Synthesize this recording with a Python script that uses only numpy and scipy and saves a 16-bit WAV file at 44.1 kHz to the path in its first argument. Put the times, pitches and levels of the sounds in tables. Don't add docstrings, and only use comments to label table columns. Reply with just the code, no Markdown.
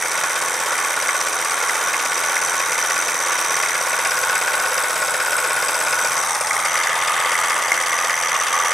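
import sys
import numpy as np
from scipy import signal
from scipy.fft import rfft, irfft, next_fast_len
from scipy.io import wavfile
from scipy.ndimage import uniform_filter1d

SR = 44100
rng = np.random.default_rng(int(sys.argv[2]) if len(sys.argv) > 2 else 0)


def boost_factor(decibels):
    exponent = np.asarray(decibels, float) / 20
    return 10 ** exponent


def store_wav(level_fs):
    pcm = np.round(np.clip(np.atleast_2d(level_fs), -1, 1) * 32767)
    wavfile.write(sys.argv[1], SR, pcm.T.astype(np.int16))


N = 384993
TIME_S = np.arange(N) / SR
CRANK_HZ, DYNAMO_HZ = 16.5, 85.0
SLACK_DB, SLACK_PER_S = 1.8, 8
FRAME_LEAD_MS = 1.6

# (time [s], crank [turns], dynamo [turns])
SHAFT_DRIFT = [(0, 0, -.13), (1, .0, -.13), (1.7, .015, -.205), (2.5, .03, -.19), (4, .075, -.125),
               (5, .09, -.12), (6, .125, -.135), (7, .15, -.15), (8, .175, -.08), (8.73, .19, -.06)]
# (time [s], view [0 front, 1 side, 2 swinging in, 3 close])
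CAMERA_VIEW = [
    (0, 0),
    (3.7, .1),
    (4.2, 1),
    (6.1, 1),
    (6.3, 2),
    (6.55, 2),
    (6.8, 3),
    (8.73, 3),
]
# (time [s], engine nearness [dB], dynamo nearness [dB])
NEARNESS = [(0, 0, 1.5), (1.0, -0.5, 0), (2.2, 0, 2.5), (3.4, 0, 4.5), (4.2, -1, -2.5), (5.3, -1, -8),
            (5.9, -0.5, -1.5), (6.3, -1.1, 4), (6.44, -3, -2), (6.55, -1.5, -4), (6.74, -0.3, 4),
            (6.92, -1, -4.5), (7.2, 0.1, -4), (7.4, 0.85, -0.5), (8.2, -2, 2), (8.73, 0, 4)]
# (time [s], left minus right [dB])
PAN = [
    (0, -0.8),
    (3, -0.6),
    (5, 0.1),
    (7, .5),
    (8.73, -0.1),
]
# (time [s], lag [ms], level [dB])
WORKTOP_BOUNCE = [
    (0, .75, -34),
    (5.8, .75, -26),
    (6.0, .83, -16),
    (6.3, 1.1, -14),
    (6.6, 1.25, -15),
    (6.9, 1.4, -26),
    (8.73, 1.4, -34),
]

# (place [turns], length [ms], link click [dB], cover clack [dB], base thud [dB],
# push +1 or pull -1, steam puff [dB])
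STROKES = [
    (0.873, 7.4, 9, 8.5, -4, 1, -2.5),
    (0.951, 9.3, -17.5, 10.5, 4.5, 1, -8),
    (0.174, 7.3, 0, 1, -9.5, -1, -1.5),
    (0.344, 2.5, -14, 5, -12, 1, 1),
    (0.451, 7.7, -1, 3, -3.5, -1, -4),
    (0.618, 7.8, -20, 6.5, 0, 1, -25),
]
# (place [crank turns], width [turns], level [dB])
BELT_TUGS = [
    (.46, .06, 0.1),
    (.01, .05, -1.5),
]
# (time [s], level over a tug [dB])
HARD_SLAPS = [(.0235, 4), (.387, 0), (1.0888, 8), (1.694, 1), (1.942, 5), (2.365, 5), (2.9043, 2),
              (3.353, 6), (6.508, 9.5), (6.577, -19), (6.754, 6), (6.871, 6), (7.1771, -5), (7.718, 7),
              (8.095, 7), (8.6517, 2)]
# (multiple of dynamo turn, level [dB rms])
SHAFT_HUM = [
    (1, -63),
    (2, -60),
    (4, -59),
]

# (frequency [Hz], width [Hz], front [dB], side [dB], swinging in [dB], close [dB])
CASING_MODES = [(799, 148, -9, -6, -9.5, -11), (841.4, 72.4, -1.5, 0.5, 0.5, -1.5),
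                (888, 117, -5, -3.5, -6.5, -5.5), (1100, 18, 3, 2, -2, 2), (1150, 26, 1, -9, -3, 2),
                (1240, 50, -8, -6, 1, 1), (1350, 60, -5, -5, -6, -8), (1445, 50, 0, 2, -9, -6),
                (1500, 50, 0, 2, -7, -5), (1747, 75, -4.5, -13, -23, -5), (3086, 103, -13, -16, -24, -20),
                (3763, 306, -15, -16.5, -20, -22)]
COVER_MODES = [(1593, 120, -10.5, 10, 4, 0), (2060, 360, 4.5, 7, 2, -0.5), (2604, 404, 2, 3, -1.5, 3),
               (3580, 390, -18, -39, -14, -0.5)]
LINK_MODES = [(4530, 490, -5.5, -5.5, -8.5, -3.5), (5050, 360, 0, 2, -2, 1), (5290, 330, 1, 2.5, 1, 0.5),
              (6900, 1860, -5, -6.5, -5, -5), (9200, 930, -5, -9.5, -3, -6)]
BASE_MODES = [(250, 40, -27, -27, -27, -29), (313, 14, -5, -11, -14, -14), (420, 70, -9, -10, -14, -12),
              (479, 22, 0, -2, -6, -5), (512, 18, -2, 3, -5, -2), (540, 30, -5, -4, -9, -8),
              (580, 24, -4, -4, -8, -6), (612, 16, 0, 6, 1, 0), (685, 36, -9, -6, -9, -5)]
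WORKTOP_MODES = [(116, 14, -7, -3, -6, -5), (134, 14, -2, 0, -2, -1), (150, 12, -4, -3, -5, -4),
                 (166, 12, -1, 0, -2, -1), (217, 20, -13, -13, -14, -14)]
FIREBOX_MODES = [(495, 130, 0, 1, -2, -.5), (620, 150, -1.5, -1, -2, -2)]
RING_MODES = [(882, 303, 0, -4.5, -5, -3.5), (1958, 203, 0.5, -5, -4, 2.5), (2140, 140, 6, 4, 2.5, 5.5),
              (2246, 314, 0, -1, -7, -3.5), (3220, 130, -20, -19, -17, -8.5)]
BELL_MODES = [(5695, 230, -6, -5.5, -4, -6), (6075, 255, 0, 1.5, 1.5, 2), (6410, 450, -15, -11.5, -8, -8)]
CAP_MODES = [(7630, 190, -8, -6.5, -19, -3), (8066, 120, -4, 5, 0, 2), (8340, 120, 0.5, -3, 4, -18),
             (8770, 170, -14.5, -4.5, -3, 2), (9250, 83, -6, -23.5, -25, -12),
             (9660, 240, -7, -25, -1.5, 1), (9850, 125, -6, -3, -27, -13), (10350, 92, -10, 0.5, -5, -3.5),
             (11700, 170, -23, -13, -14, -10), (12100, 74, -14, -5, -14, -13),
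             (13200, 240, -24, -18, -16, -18)]
FRAME_MODES = [(2083, 214, 6.5, -7, 1.5, 1), (1430, 380, -5.5, 6, -8, -10),
               (6100, 1800, -21, -22, -20.5, -16.5)]

# (frequency [Hz], level [dB per Hz])
STEAM_SPECTRUM = [(150, -55), (250, -16), (491, -3.5), (658, -19.5), (883, 3.5), (1460, 1), (2170, -5.5),
                  (2810, -13.5), (4190, -14.5), (6020, -8.5), (9770, -9.5), (15600, -27)]
# (frequency [Hz], level [dB])
WALL_SPECTRUM = [(60, -16), (500, -19.5), (1200, -12), (2000, -13.5), (3700, -8.5), (5800, -14.5),
                 (7300, -15), (9500, -3), (11500, -5), (15000, -10)]

# (front [dB], side [dB], swinging in [dB], close [dB])
CASING_DB = (-25, -23, -21.5, -24.5)
RING_DB = (-30, -29.5, -23, -24.5)
BELL_DB = (-28.5, -27.5, -30, -30)
STEAM_DB = (-29, -29, -29.5, -33)
TUG_DB = (-30.5, -32.5, -27, -24)


def engine(turns, view, casing_db, steam_db):
    click = clack = thud = puff = 0
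    for place, length_ms, click_db, clack_db, thud_db, way, puff_db in STROKES:
        train = blows(turns, place, jitter_ms=0.12, scatter_db=1.3)
        swell = burst(train, rise_ms=0.28, fall_ms=length_ms)
        click = click + boost_factor(click_db) * swell
        clack = clack + boost_factor(clack_db) * swell
        puff = puff + boost_factor(puff_db) * swell
        thud = thud + np.sign(way) * boost_factor(thud_db) * train
    slack = boost_factor(SLACK_DB / 2 * wander(SLACK_PER_S))
    casing = ring(slack * (clack + boost_factor(10)) * grit(2.3), CASING_MODES, view)
    cover = ring(slack * (clack + boost_factor(-24)) * grit(1.8), COVER_MODES, view)
    link = ring((click + boost_factor(-30)) * grit(1.4), LINK_MODES, view)
    knocks = (boost_factor(-13) * base_plate(thud, clack, view) + boost_factor(-29) * worktop(turns, view)
              + boost_factor(-13) * firebox(turns, view) + boost_factor(-6.5) * link + boost_factor(-4.5) * cover)
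    slow_db = uniform_filter1d(casing_db, SR)
    return boost_factor(casing_db + 1.5) * casing + boost_factor(slow_db) * knocks + boost_factor(steam_db) * steam(puff)


def base_plate(thud, clack, view):
    load = level(early(thud, ms=9.5), 0)
    rumble = (clack + 0.4) * grit(1.2)
    return ring(load + boost_factor(-10) * rumble, BASE_MODES, view)


def worktop(turns, view):
    rock = level(blows(turns, 0.501, jitter_ms=0.3, scatter_db=1.5), 0)
    return ring(rock + boost_factor(-3) * grit(1.5), WORKTOP_MODES, view)


def firebox(turns, view):
    thump = blows(turns, 0.86, jitter_ms=0.3, scatter_db=2.2)
    return ring(ring(thump, FIREBOX_MODES, view), FIREBOX_MODES, view)


def steam(puff):
    leak = (1 + 0.49 * uniform_filter1d(puff, 200)) * rng.standard_normal(N)
    leak = level(colour(leak, STEAM_SPECTRUM), 0)
    jet_spectrum = [(4000, -26), (9000, -6.0), (12000, -9), (13500, -14), (15500, -29)]  # (Hz, dB)
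    jet = level(colour(puff * rng.standard_normal(N), jet_spectrum), 0)
    return boost_factor(1.0) * leak + boost_factor(-6.0) * jet


def dynamo(turns, view, casing_db, ring_db, bell_db, cap_db):
    slap = burst(blows(turns, 0.88, jitter_ms=0.3, scatter_db=1.5), rise_ms=0.66, fall_ms=1.8)
    chatter = slap * grit(0.62)
    rub = grit(3.4)
    frame_chatter = early(chatter, FRAME_LEAD_MS)
    hum = sum(boost_factor(db) * np.sqrt(2) * np.sin(2 * np.pi * k * turns) for k, db in SHAFT_HUM)
    drone = ring(blows(turns, 0.9, jitter_ms=0.08, scatter_db=1.5), BASE_MODES, view)
    bearing = ring(frame_chatter + boost_factor(-9) * rub, RING_MODES, view)
    bell = ring(chatter + boost_factor(-45) * rub, BELL_MODES, view)
    cap = ring(chatter + boost_factor(-48) * rub, CAP_MODES, view)
    hiss = level(colour(chatter, STEAM_SPECTRUM), 0)
    casing = ring(frame_chatter, CASING_MODES, view)
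    return (boost_factor(ring_db + 1.87) * bearing + boost_factor(bell_db) * bell + boost_factor(cap_db + 1.0) * cap
            + hum + boost_factor(-43) * drone + boost_factor(cap_db - 4.5) * hiss
            + boost_factor(casing_db - 12 + 3.94 * view) * casing)


def belt_clacks(crank, turns, view):
    tug = 0
    for place, width, db in BELT_TUGS:
        off_turns = (crank - place + 0.5) % 1 - 0.5
        tug = tug + boost_factor(db) * np.exp(-(off_turns / width) ** 2 / 2)
    slack = boost_factor(SLACK_DB * wander(SLACK_PER_S))
    train = tug * slack * blows(turns, 0.8, jitter_ms=0.3, scatter_db=1.8)
    s, db = np.transpose(HARD_SLAPS)
    train[(s * SR).astype(int)] = boost_factor(db)
    rattle = burst(train, rise_ms=1.2, fall_ms=2.4) * grit(0.7)
    return boost_factor(facing(view, TUG_DB)) * ring(rattle, FRAME_MODES, view)


def bounce(x):
    lag_ms, bounce_db = curve(WORKTOP_BOUNCE)
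    return boost_factor(bounce_db) * np.interp(TIME_S - lag_ms / 1000, TIME_S, x)


def room(x, t60_s, db):
    t = np.arange(int(0.5 * SR)) / SR
    tail = rng.standard_normal(len(t)) * np.exp(-np.log(1000) * t / t60_s)
    return boost_factor(db) * signal.oaconvolve(x, tail / np.sqrt(np.sum(tail ** 2)))[:N]


def blows(turns, place, jitter_ms, scatter_db):
    at = np.flatnonzero(np.diff(np.floor(turns - place)) > 0)
    timing, force = rng.standard_normal((len(at), 2)).T
    late = (jitter_ms * timing * SR / 1000).astype(int)
    train = np.zeros(N)
    train[np.clip(at + late, 0, N - 1)] = boost_factor(scatter_db * force)
    return train


def burst(train, rise_ms, fall_ms):
    t_ms = np.arange(int(0.04 * SR)) * 1000 / SR
    shape = np.exp(-t_ms / fall_ms) * (1 - np.exp(-t_ms / rise_ms))
    return np.maximum(signal.oaconvolve(train, shape / shape.max())[:N], 0)


def grit(spread_db):
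    strength = np.minimum(rng.exponential(size=N), 6)
    return level(rng.standard_normal(N) * boost_factor(spread_db * strength), 0)


def ring(x, modes, view):
    out = 0
    for k, (hz, width_hz, *db) in enumerate(modes):
        b, a = signal.iirpeak(hz, hz / width_hz, SR)
        strength = np.interp(view, (0, 1, 2, 3), boost_factor(np.array(db)))
        out = out + (-1) ** k * strength * signal.lfilter(b, a, x)
    return level(out, 0)


def colour(x, table):
    hz, db = np.transpose(table)
    size = next_fast_len(x.shape[-1])
    log_f = np.log(np.arange(size // 2 + 1) * SR / size + 1)
    gain = boost_factor(np.interp(log_f, np.log(hz + 1), db))
    return irfft(rfft(x, size) * gain, size)[..., :x.shape[-1]]


def wander(per_s):
    hold = SR // per_s
    steps = np.repeat(rng.standard_normal(N // hold + 1), hold)
    return level(uniform_filter1d(steps, hold)[:N], 0)


def early(x, ms):
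    return np.roll(x, -int(ms * SR / 1000))


def facing(view, db):
    return np.interp(view, np.arange(len(db)), db)


def curve(table):
    s, *columns = np.transpose(table)
    return [np.interp(TIME_S, s, c) for c in columns]


def level(x, db):
    return x * boost_factor(db) / np.sqrt(np.mean(x ** 2))


def scene():
    crank_drift, dynamo_drift = curve(SHAFT_DRIFT)
    crank = CRANK_HZ * TIME_S + crank_drift
    shaft = DYNAMO_HZ * TIME_S + dynamo_drift
    (view,), (pan_db,) = curve(CAMERA_VIEW), curve(PAN)
    engine_db, dynamo_db = curve(NEARNESS)
    casing_db = facing(view, CASING_DB) + engine_db
    steam_db = facing(view, STEAM_DB) + engine_db
    ring_db = facing(view, RING_DB) + engine_db
    treble_db = -0.6 * np.cos(3 * 2 * np.pi * (crank - 0.16))
    bell_db = facing(view, BELL_DB) + dynamo_db + treble_db

    near = engine(crank, view, casing_db, steam_db)
    near = near + dynamo(shaft, view, casing_db, ring_db, bell_db, cap_db=steam_db + treble_db)
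    near = near + boost_factor(engine_db) * belt_clacks(crank, shaft, view)
    near = near + bounce(near)

    mid = near + room(near, t60_s=0.35, db=-14)
    side = colour(room(near, t60_s=0.17, db=-0.4), WALL_SPECTRUM)
    side = side - 0.08 * signal.lfilter(*signal.butter(1, 600, fs=SR), mid)
    return mid * boost_factor(np.array([pan_db, -pan_db]) / 2) + side * np.array([[1], [-1]])


def band_limit(x):
    return signal.sosfilt(signal.butter(12, 15730, fs=SR, output="sos"), x)


def record(dry):
    x = np.tanh(0.98 * dry) / 1.203
    x = signal.sosfilt(signal.butter(3, 66, "high", fs=SR, output="sos"), x)
    x = signal.sosfilt(signal.ellip(12, 0.2, 70, 15760, fs=SR, output="sos"), x)
    return band_limit(x)


dry = scene()
out = record(dry)
store_wav(out)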